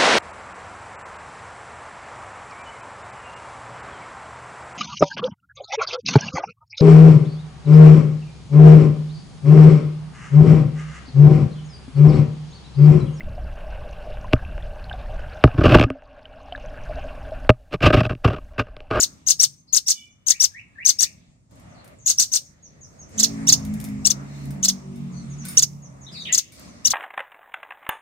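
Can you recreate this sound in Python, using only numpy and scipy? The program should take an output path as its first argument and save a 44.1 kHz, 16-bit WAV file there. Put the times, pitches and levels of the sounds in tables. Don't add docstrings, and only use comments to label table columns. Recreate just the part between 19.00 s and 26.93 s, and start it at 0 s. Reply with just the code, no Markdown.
import sys
import numpy as np
from scipy import signal
from scipy.fft import rfft, irfft, next_fast_len
from scipy.io import wavfile
from scipy.ndimage import uniform_filter1d

SR = 44100
rng = np.random.default_rng(int(sys.argv[2]) if len(sys.argv) > 2 else 0)


def amp(db):
    return 10 ** (np.asarray(db, float) / 20)


def write(x):
    x = np.atleast_2d(x).T
    wavfile.write(sys.argv[1], SR, np.round(np.clip(x, -1, 1) * 32767).astype(np.int16))


N = 349713


def curve(table):
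    s, *columns = np.transpose(table)
    return [np.interp(np.arange(N) / SR, s, c) for c in columns]


def band(x, hz, width):
    return signal.lfilter(*signal.iirpeak(hz, hz / width, fs=SR), x)


def colour(x, points):
    f, db = np.transpose(points)
    size = next_fast_len(N)
    hz = np.maximum(np.arange(size // 2 + 1) * SR / size, 1)
    gain = amp(np.interp(np.log(hz), np.log(f), db))
    return irfft(rfft(x, size) * gain, size)[..., :N]


def walk(rate):
    k = int(SR / rate)
    held = np.repeat(rng.standard_normal(N // k + 1), k)
    return 1.5 * uniform_filter1d(uniform_filter1d(held, k), k)[:N]


def echo(x, t60, late_t60, late_db, grain_db, gap_ms):
    t = np.arange(SR) / SR
    taps = rng.standard_normal((2, SR)) * amp(grain_db * rng.exponential(size=(2, SR)))
    taps *= (amp(-60 * t / t60) + amp(late_db - 60 * t / late_t60)) * (t > gap_ms / 1000)
    taps /= np.sqrt(np.sum(taps ** 2, axis=1, keepdims=True))
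    return signal.fftconvolve(x[None], taps, axes=1)[:, :N]


WAVER = walk(120)


def whistle(rows, partials, attack=.15, tail=0.22, waver=0., grow_db=0.):
    out = np.zeros(N + SR)
    for s, ms, from_hz, to_hz, bend, db in rows:
        n = ms * SR / 1000
        u = np.arange(-int(attack * n), int((1 + tail) * n)) / n
        glide = np.expm1(-(bend + 0.0012) * u) / np.expm1(-bend - 1e-3)
        hz = from_hz + (to_hz - from_hz) * glide
        swell = np.sin(np.pi / 2 * np.clip((u + attack) / (2 * attack), 0, 1)) ** 2
        fade = np.sin(np.pi / 2 * np.clip((1 + tail - u) / (2 * tail), 0, 1)) ** 2
        at = int((s + .5) * SR) - int(attack * n) + np.arange(len(u))
        wavering_hz = np.clip(hz, 500, 11000) * (1 + waver * WAVER[at % N])
        phase = 2 * np.pi * np.cumsum(wavering_hz) / SR
        tone = np.sin(phase)
        for k, p_db in partials:
            tone = tone + amp(p_db) * np.sin(k * phase) * (k * hz < SR / 2.5)
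        growth = amp(db + grow_db * (u - (grow_db > 0)))
        out[at] += growth * swell * fade * tone
    return out[SR // 2:SR // 2 + N]


# multiple, level/dB
FAINT_PARTIAL = [(1.2, -21)]


def forceful(rows, attack, tail, grow_db):
    return whistle(rows, FAINT_PARTIAL, attack=attack, tail=tail, grow_db=grow_db)


# fall t/s, rise start f/Hz, rise level/dB, snap level/dB, fall level/dB
CHIPS = [(0.0252, 6300, -12, -15, -11), (0.3008, 5900, -16.5, -13.5, -10), (.431, 5300, -8.5, -11.5, -8),
         (0.763, 6060, -12.5, -16, -10), (0.9, 5300, -21, -14.5, -13.5), (1.3005, 6050, -18, -15.5, -9.5),
         (1.436, 5300, -11.5, -13.5, -10), (1.886, 5716, -12, -17, -10), (2.0239, 5330, -14.5, -13, -10.5),
         (3.094, 6290, -14.5, -17.5, -15), (3.216, 5377, -16.5, -11, -17),
         (3.3527, 5633, -22.5, -16.5, -13.5)]
# multiple, level/dB
RISE_PARTIALS = [(2, -11)]


def chips():
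    rise_ends_s, rise_gain_hz = .021, 800
    plunge_ms, fall_from_hz = 5, 6900
    rises, turns, snaps, flicks, plunges, falls = [], [], [], [], [], []
    for s, hz, rise_db, snap_db, fall_db in CHIPS:
        ms = 12.5 + 2.8 * (6000 - hz) / 1000
        top_hz = hz + rise_gain_hz
        rises.append((s - rise_ends_s - ms / 1000, ms, hz, top_hz, .8, rise_db))
        turns.append((s - rise_ends_s, 5.2, top_hz, top_hz - 1600, -1.2, rise_db - 9.5))
        snaps.append((s - .0185, 8.5, 9100, 4000, 1.9, snap_db))
        flicks.append((s - .0085, 6.5, 5200, 8900, -.3, fall_db - 6.5))
        plunges.append((s, plunge_ms, 9000, fall_from_hz, .6, fall_db + 1))
        falls.append((s + plunge_ms / 1000, 19, fall_from_hz, 3356, 0.54, fall_db))
    smooth = whistle(rises, RISE_PARTIALS, attack=0.27, tail=0.09, grow_db=5.5)
    smooth = smooth + whistle(turns + flicks, [], attack=.2)
    harsh = forceful(plunges + falls, attack=0.12, tail=0.49, grow_db=-8.5)
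    harsh = harsh + forceful(snaps, attack=0.14, tail=0.43, grow_db=-2)
    return smooth, harsh


# drop t/s, climb start f/Hz, peak f/Hz, climb level/dB, drop level/dB
PAIRS = [
    (4.197, 6010, 8500, -22, -12),
    (4.488, 5650, 7710, -15, -7.5),
    (5.068, 5460, 9020, -11.5, -9),
    (5.647, 5900, 8550, -15.5, -11),
    (6.59, 5700, 8880, -7.5, -11),
    (7.344, 6350, 8770, -14, -12.5),
    (7.867, 5620, 7670, -12, -13.5),
]
# multiple, level/dB
CLIMB_PARTIALS = [(.5, -11), (1.5, -16), (2, -23.5)]


def pairs():
    scoop_ms = 6.8
    climbs, lows, drops = [], [], []
    for s, hz, peak_hz, climb_db, drop_db in PAIRS:
        start = s - .018
        scoop_gain_db = min(-20 + 26 * (hz - 5400) / 1000, 0)
        scoop_db = climb_db + scoop_gain_db
        delay_ms = scoop_ms * amp(scoop_gain_db)
        climbs.append((start + delay_ms / 1000, 16 - delay_ms, hz, peak_hz, -3.5, climb_db))
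        climbs.append((start - .001, scoop_ms, hz + 1400, hz, 1.2, scoop_db))
        lows.append((s - .008, 9, 3300, peak_hz / 2, 3.0, drop_db - 9.5))
        drop_ms = 11 + 4 * (8900 - peak_hz) / 1000
        drops.append((s, drop_ms, peak_hz, 3883, .9, drop_db))
    smooth = whistle(climbs, CLIMB_PARTIALS, attack=.25, tail=0.12, grow_db=2.0)
    smooth = smooth + whistle(lows, [], attack=.2)
    return smooth, forceful(drops, attack=0.093, tail=0.22, grow_db=-1.5)


# t/s, level/dB, bend
HOOKS = [
    (4.231, -9.5, -0.8),
    (4.524, -8, -1.5),
    (5.103, -13.5, -1),
    (5.684, -11.5, -0.2),
    (6.624, -11, -3),
    (7.378, -13, -1.5),
    (7.905, -13.5, -0.4),
]


def hooks():
    leads = [(s - .007, 8.0, 3500, 3400, 1.5, db - 15) for s, db, bend in HOOKS]
    falls = [(s, 17, 6900, 3300, bend, db) for s, db, bend in HOOKS]
    return whistle(leads, [], attack=.2), forceful(falls, attack=.15, tail=0.28, grow_db=-3)


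# t/s, left minus right level/dB, echo share level/dB
FACING = [(0.014, 4.5, -8), (0.294, 6, -5), (0.422, 4.5, -9), (0.757, 8.5, -9.5), (0.892, 0, -1.5),
          (1.35, 7.5, -11), (1.876, 6.5, -5.5), (2.015, 6.5, -7.5), (3.085, 2.5, 1.5), (3.21, 1.9, 2.5),
          (3.345, 4.5, -2.5), (4.202, -2.5, -3.5), (4.495, -1, -7), (5.075, 6.5, -12.5), (5.655, 0.5, -7),
          (6.596, -2, -12), (7.352, 4, -6.5), (7.88, 4.5, -11.5)]
# f/Hz, width f/Hz, level/dB
THROAT = [(4060, 4600, -10.5), (6270, 2000, 5.5), (9290, 1400, 4.5), (13700, 15000, -6.5)]
# f/Hz, level/dB per Hz
NOISE_COLOUR = [(300, -35), (1000, -38), (2500, -30.5), (4000, -20.5), (6200, -14.5), (8800, -19), (9700, -29.5),
                (11000, -23.5), (15500, -28.5)]


def bird():
    smooth, harsh = sum(np.array(call) for call in (chips(), pairs(), hooks()))
    voice = 0
    for k, (f, width, db) in enumerate(THROAT):
        voice = voice + (-1) ** k * amp(db) * band(smooth + harsh, f, width)
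    voice = amp(-1.5) * voice * amp(1.8 * walk(500))
    voice = voice + amp(-20.5) * np.roll(voice, int(.0115 * SR))
    pan_db, wet_db = curve(FACING)
    power = uniform_filter1d(harsh ** 2 + amp(-17.5) * smooth ** 2, int(.009 * SR))
    effort = np.sqrt(np.abs(power))
    noise = amp(17.5) * colour(rng.standard_normal((2, N)), NOISE_COLOUR) * effort
    lagging = np.interp(np.arange(N) - 12.5, np.arange(N), voice)
    sent = (voice + noise[0]) * amp(wet_db + 1.0)
    wet = echo(sent, t60=0.082, late_t60=0.33, late_db=-21.5, grain_db=5, gap_ms=0.17)
    return (np.array([voice, lagging]) + noise + wet) * amp(np.array([pan_db, -pan_db]) / 2)


# t/s, level/dB
SEEPS = [(2.69, -67.5), (3.438, -57.5), (3.625, -52), (3.808, -49.5), (3.988, -49.5), (6.296, -53.5),
         (6.381, -48.5), (6.82, -53), (7.009, -52.5), (7.2, -52), (7.67, -60)]
# t/s, level/dB
WHOOPS = [
    (1.308, -48),
    (1.543, -44.5),
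    (1.779, -41.5),
    (2.019, -49.5),
]
# t/s, length/ms, f/Hz, level/dB
PIPS = [
    (.57, 40, 6350, -64),
    (.945, 140, 2330, -60.5),
    (.945, 90, 2980, -53.5),
    (.945, 69, 3520, -56),
    (1.095, 35, 6290, -66.5),
    (1.109, 25, 5700, -70.5),
]
# t/s, length/ms, start f/Hz, sag f/Hz, level/dB
SQUAWKS = [(.673, 25, 4240, -100, -57), (.669, 30, 4960, 5, -62), (2.744, 60, 4420, 273, -62.5),
           (2.983, 60, 7000, 1000, -57), (5.269, 200, 4080, -150, -64.5), (6.113, 100, 7030, 1127, -59),
           (6.13, 80, 4830, 653, -60), (7.06, 37, 3720, 71, -50.5), (7.12, 87, 5000, 497, -43),
           (7.149, 70, 4285, 399, -43), (7.131, 50, 2870, 581, -55), (7.247, 54, 3566, 767, -39.5),
           (7.251, 20, 2884, 598, -43), (7.261, 55, 2145, 29.5, -43.5)]


def far_birds():
    grunt_ms = 30
    clear = [(s, 38, 6800, 5450, -1.5, db) for s, db in SEEPS]
    clear += [(s, 50, 1810, 2770, -.5, db) for s, db in WHOOPS]
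    clear += [(s - grunt_ms / 1000, grunt_ms, 1650, 1650, 1, db - 12.5) for s, db in WHOOPS]
    clear += [(s, ms, hz, hz, 1, db) for s, ms, hz, db in PIPS]
    hoarse = [(s, ms, hz, hz - sag, 1.3, db) for s, ms, hz, sag, db in SQUAWKS]
    croak = walk(600)
    voice = whistle(clear, [], waver=0.014) + whistle(hoarse, [], waver=0.041) * croak
    direct = amp(-10) * voice * np.array([[1], [-.6]])
    return direct + amp(8.5) * echo(voice, t60=0.15, late_t60=0.71, late_db=-15.5, grain_db=2, gap_ms=1.9)


# t/s, peak level/dB, ring t60 scale
TICKS = [(2.5102, -58.5, 0.4), (2.5254, -71.5, 0.2), (2.5563, -54.5, 0.2), (2.597, -52.5, 0.27),
         (2.8444, -44.5, 0.33), (2.8769, -44, 0.13), (4.0926, -52, 0.43), (4.596, -44, 0.25),
         (4.6503, -32, 0.19), (4.6644, -47.5, 0.21), (4.7386, -33, 0.16), (4.801, -30.5, 0.15),
         (4.8124, -34, 0.15), (4.841, -28.5, 0.26), (4.8489, -32, 0.22), (4.8863, -41, 0.31),
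         (5.4422, -50, 0.26), (5.455, -41.5, 0.21), (5.5067, -36.5, 0.3), (5.9584, -49, 0.48),
         (6.4517, -29, 0.6), (6.4847, -33, 0.92), (7.5213, -44.5, 0.72), (7.5956, -38.5, 0.12)]
# f/Hz, level/dB, t60/s
WIRES = [(3666, -5, .25), (5141, -5, .3), (8204, -11, .2), (8753, -4, .35), (8920, -7, .2), (9663, -13, .2),
         (10900, -12, .25), (13400, -12, .25), (1500, -7, .2), (2250, -7, .2)]


def cage():
    out, t = np.zeros(N + SR), np.arange(SR // 3) / SR
    chance = rng.standard_normal((len(TICKS), len(WIRES)))
    for (s, db, ring), luck in zip(TICKS, chance):
        ring = max(ring, .05)
        modes = 0
        for (f, m_db, t60), c in zip(WIRES, luck):
            decay = amp(m_db + 5.4 * c - 60 * t / (t60 * ring))
            modes = modes + decay * np.sin(2 * np.pi * f * (1 + 0.0012 * c) * t + c)
        quick = amp(-60 * t / .022)
        rattle = amp(-4 - 60 * t / (.7 * ring))
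        crack = band(rng.standard_normal(len(t)), 9100, 9000) * (amp(2.5) * quick + ring * rattle)
        at = int(s * SR)
        out[at:at + len(t)] += amp(db - 3.5) * (ring * modes + crack)
    out = out[:N]
    wet = echo(out, t60=0.17, late_t60=.4, late_db=-26.0, grain_db=2.5, gap_ms=0.9)
    return out * np.array([[1], [.7]]) + amp(-3.5) * wet


def engine(table, orders, wobble_db, drift):
    hz, db = curve(table)
    t = np.arange(N) / SR
    seen = np.clip(np.minimum(t - table[0][0], table[-1][0] - t) / 0.097, 0, 1)
    phase = 2 * np.pi * np.cumsum(hz * (1 + drift * walk(9.9))) / SR
    drone = sum(amp(o_db + wobble_db * walk(14)) * np.sin(k * phase + k * k) for k, o_db in orders)
    return seen * amp(db + 2.5) * drone


# t/s, level/dB
SLOWING = [
    (4.129, -43),
    (4.22, -29.5),
    (4.5, -29),
    (4.65, -36),
    (5.0, -30.5),
    (5.13, -44),
    (5.7, -34),
    (6.5, -39),
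    (6.7, -51),
    (7.39, -46),
]
# multiple, level/dB
SLOWING_ORDERS = [(1, -35), (2, -25.5), (3, -10.5), (4, -3), (5, -8.5), (6, -25.5), (7, -29.5), (8, -21.5)]


def slowing_engine():
    start = SLOWING[0][0]
    table = [(s, 55.0 - 4.3 * (s - start), db) for s, db in SLOWING]
    return engine(table, SLOWING_ORDERS, wobble_db=4.5, drift=0.01643)


# t/s, firing f/Hz, level/dB
STEADY = [
    (4.13, 65.06, -62),
    (4.3, 64.58, -37.5),
    (5.05, 66.24, -39),
    (5.2, 70.27, -39),
    (5.5, 70.4, -30.5),
    (5.72, 70.73, -49),
    (6, 71.7, -37),
    (6.95, 69.96, -45.5),
    (7.39, 69.9, -51),
]
# multiple, level/dB
STEADY_ORDERS = [(1, -14), (2, -0.5), (3, -10.5), (4, -16.5), (5, -33), (6, -25)]


def steady_engine():
    return engine(STEADY, STEADY_ORDERS, wobble_db=2.5, drift=0.01583)


# t/s, level/dB
YARD = [(0, -1), (.6, -16), (1.15, -15), (1.9, -7), (2.49, -17), (2.52, -1.5), (3, -4), (3.6, -10.5),
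        (4.1, 0.5), (4.16, 9.5), (5.55, 6), (5.9, 0), (6.63, 5), (6.67, -3.5), (7.37, 4), (7.4, -11),
        (7.59, 0), (7.62, 2.5)]
# f/Hz, level/dB per Hz
YARD_COLOUR = [(25, -34.5), (60, -6.5), (120, -6.5), (250, -11), (433, -23.5), (614, -19), (850, -26),
               (1260, -26), (1500, -32.5), (2100, -28.5), (3090, -40), (7500, -37.5), (9000, -40.5),
               (10000, -51.5), (15500, -57.5)]
# start t/s, end t/s, centre f/Hz, level/dB
SWISHES = [
    (4.497, 5.101, 72, -49.5),
    (2.556, 2.959, 1322, -60.5),
    (6.43, 6.608, 3500, -49),
    (7.1, 7.382, 4500, -57),
    (7.114, 7.303, 13000, -51),
    (7.517, 7.706, 5840, -56.5),
    (7.572, 7.931, 1590, -58),
]


def yard():
    out, gain_db, t = 0, curve(YARD)[0], np.arange(N) / SR
    lasting = np.array([np.clip(np.minimum(t - a, b - t) / 0.019, 0, 1) for a, b, *_ in SWISHES])
    for hz in 28 * 2 ** np.arange(0, 9.1, 1 / 3):
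        mid, side = (band(rng.standard_normal(N), hz, hz / 4) for _ in range(2))
        share = np.interp(np.log(hz), np.log([150, 500, 2200, 3500]), [0.5, 1.11, 1.11, .75])
        reach = [amp(db + 61) * np.exp(-np.log2(hz / centre_hz) ** 2) for *_, centre_hz, db in SWISHES]
        level = amp(share * gain_db) + reach @ lasting
        patchy_db = 3.3 * walk(11) + 2.8 * walk(2.5)
        spread = np.clip(hz / 500., .35, 1.2) * side * np.array([[1], [-1]])
        out = out + level * amp(patchy_db) * (mid + spread)
    return amp(-26.5) * colour(out, YARD_COLOUR)


def scene():
    one, two = slowing_engine(), steady_engine()
    left = one + 0.89 * np.roll(two, 22)
    right = np.roll(one, 18) + 1.1 * two
    return bird() + far_birds() + cage() + np.array([left, right]) + yard()


def top_cut(x):
    return signal.sosfilt(signal.butter(12, 15820, fs=SR, output="sos"), x)


def record(dry):
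    limited = np.clip(dry + .025 * dry ** 2, -.88, .88)
    low_pass = signal.ellip(10, .2, 70, 15750, fs=SR, output="sos")
    return top_cut(signal.sosfilt(low_pass, limited))


dry = scene()
out = record(dry)
write(out)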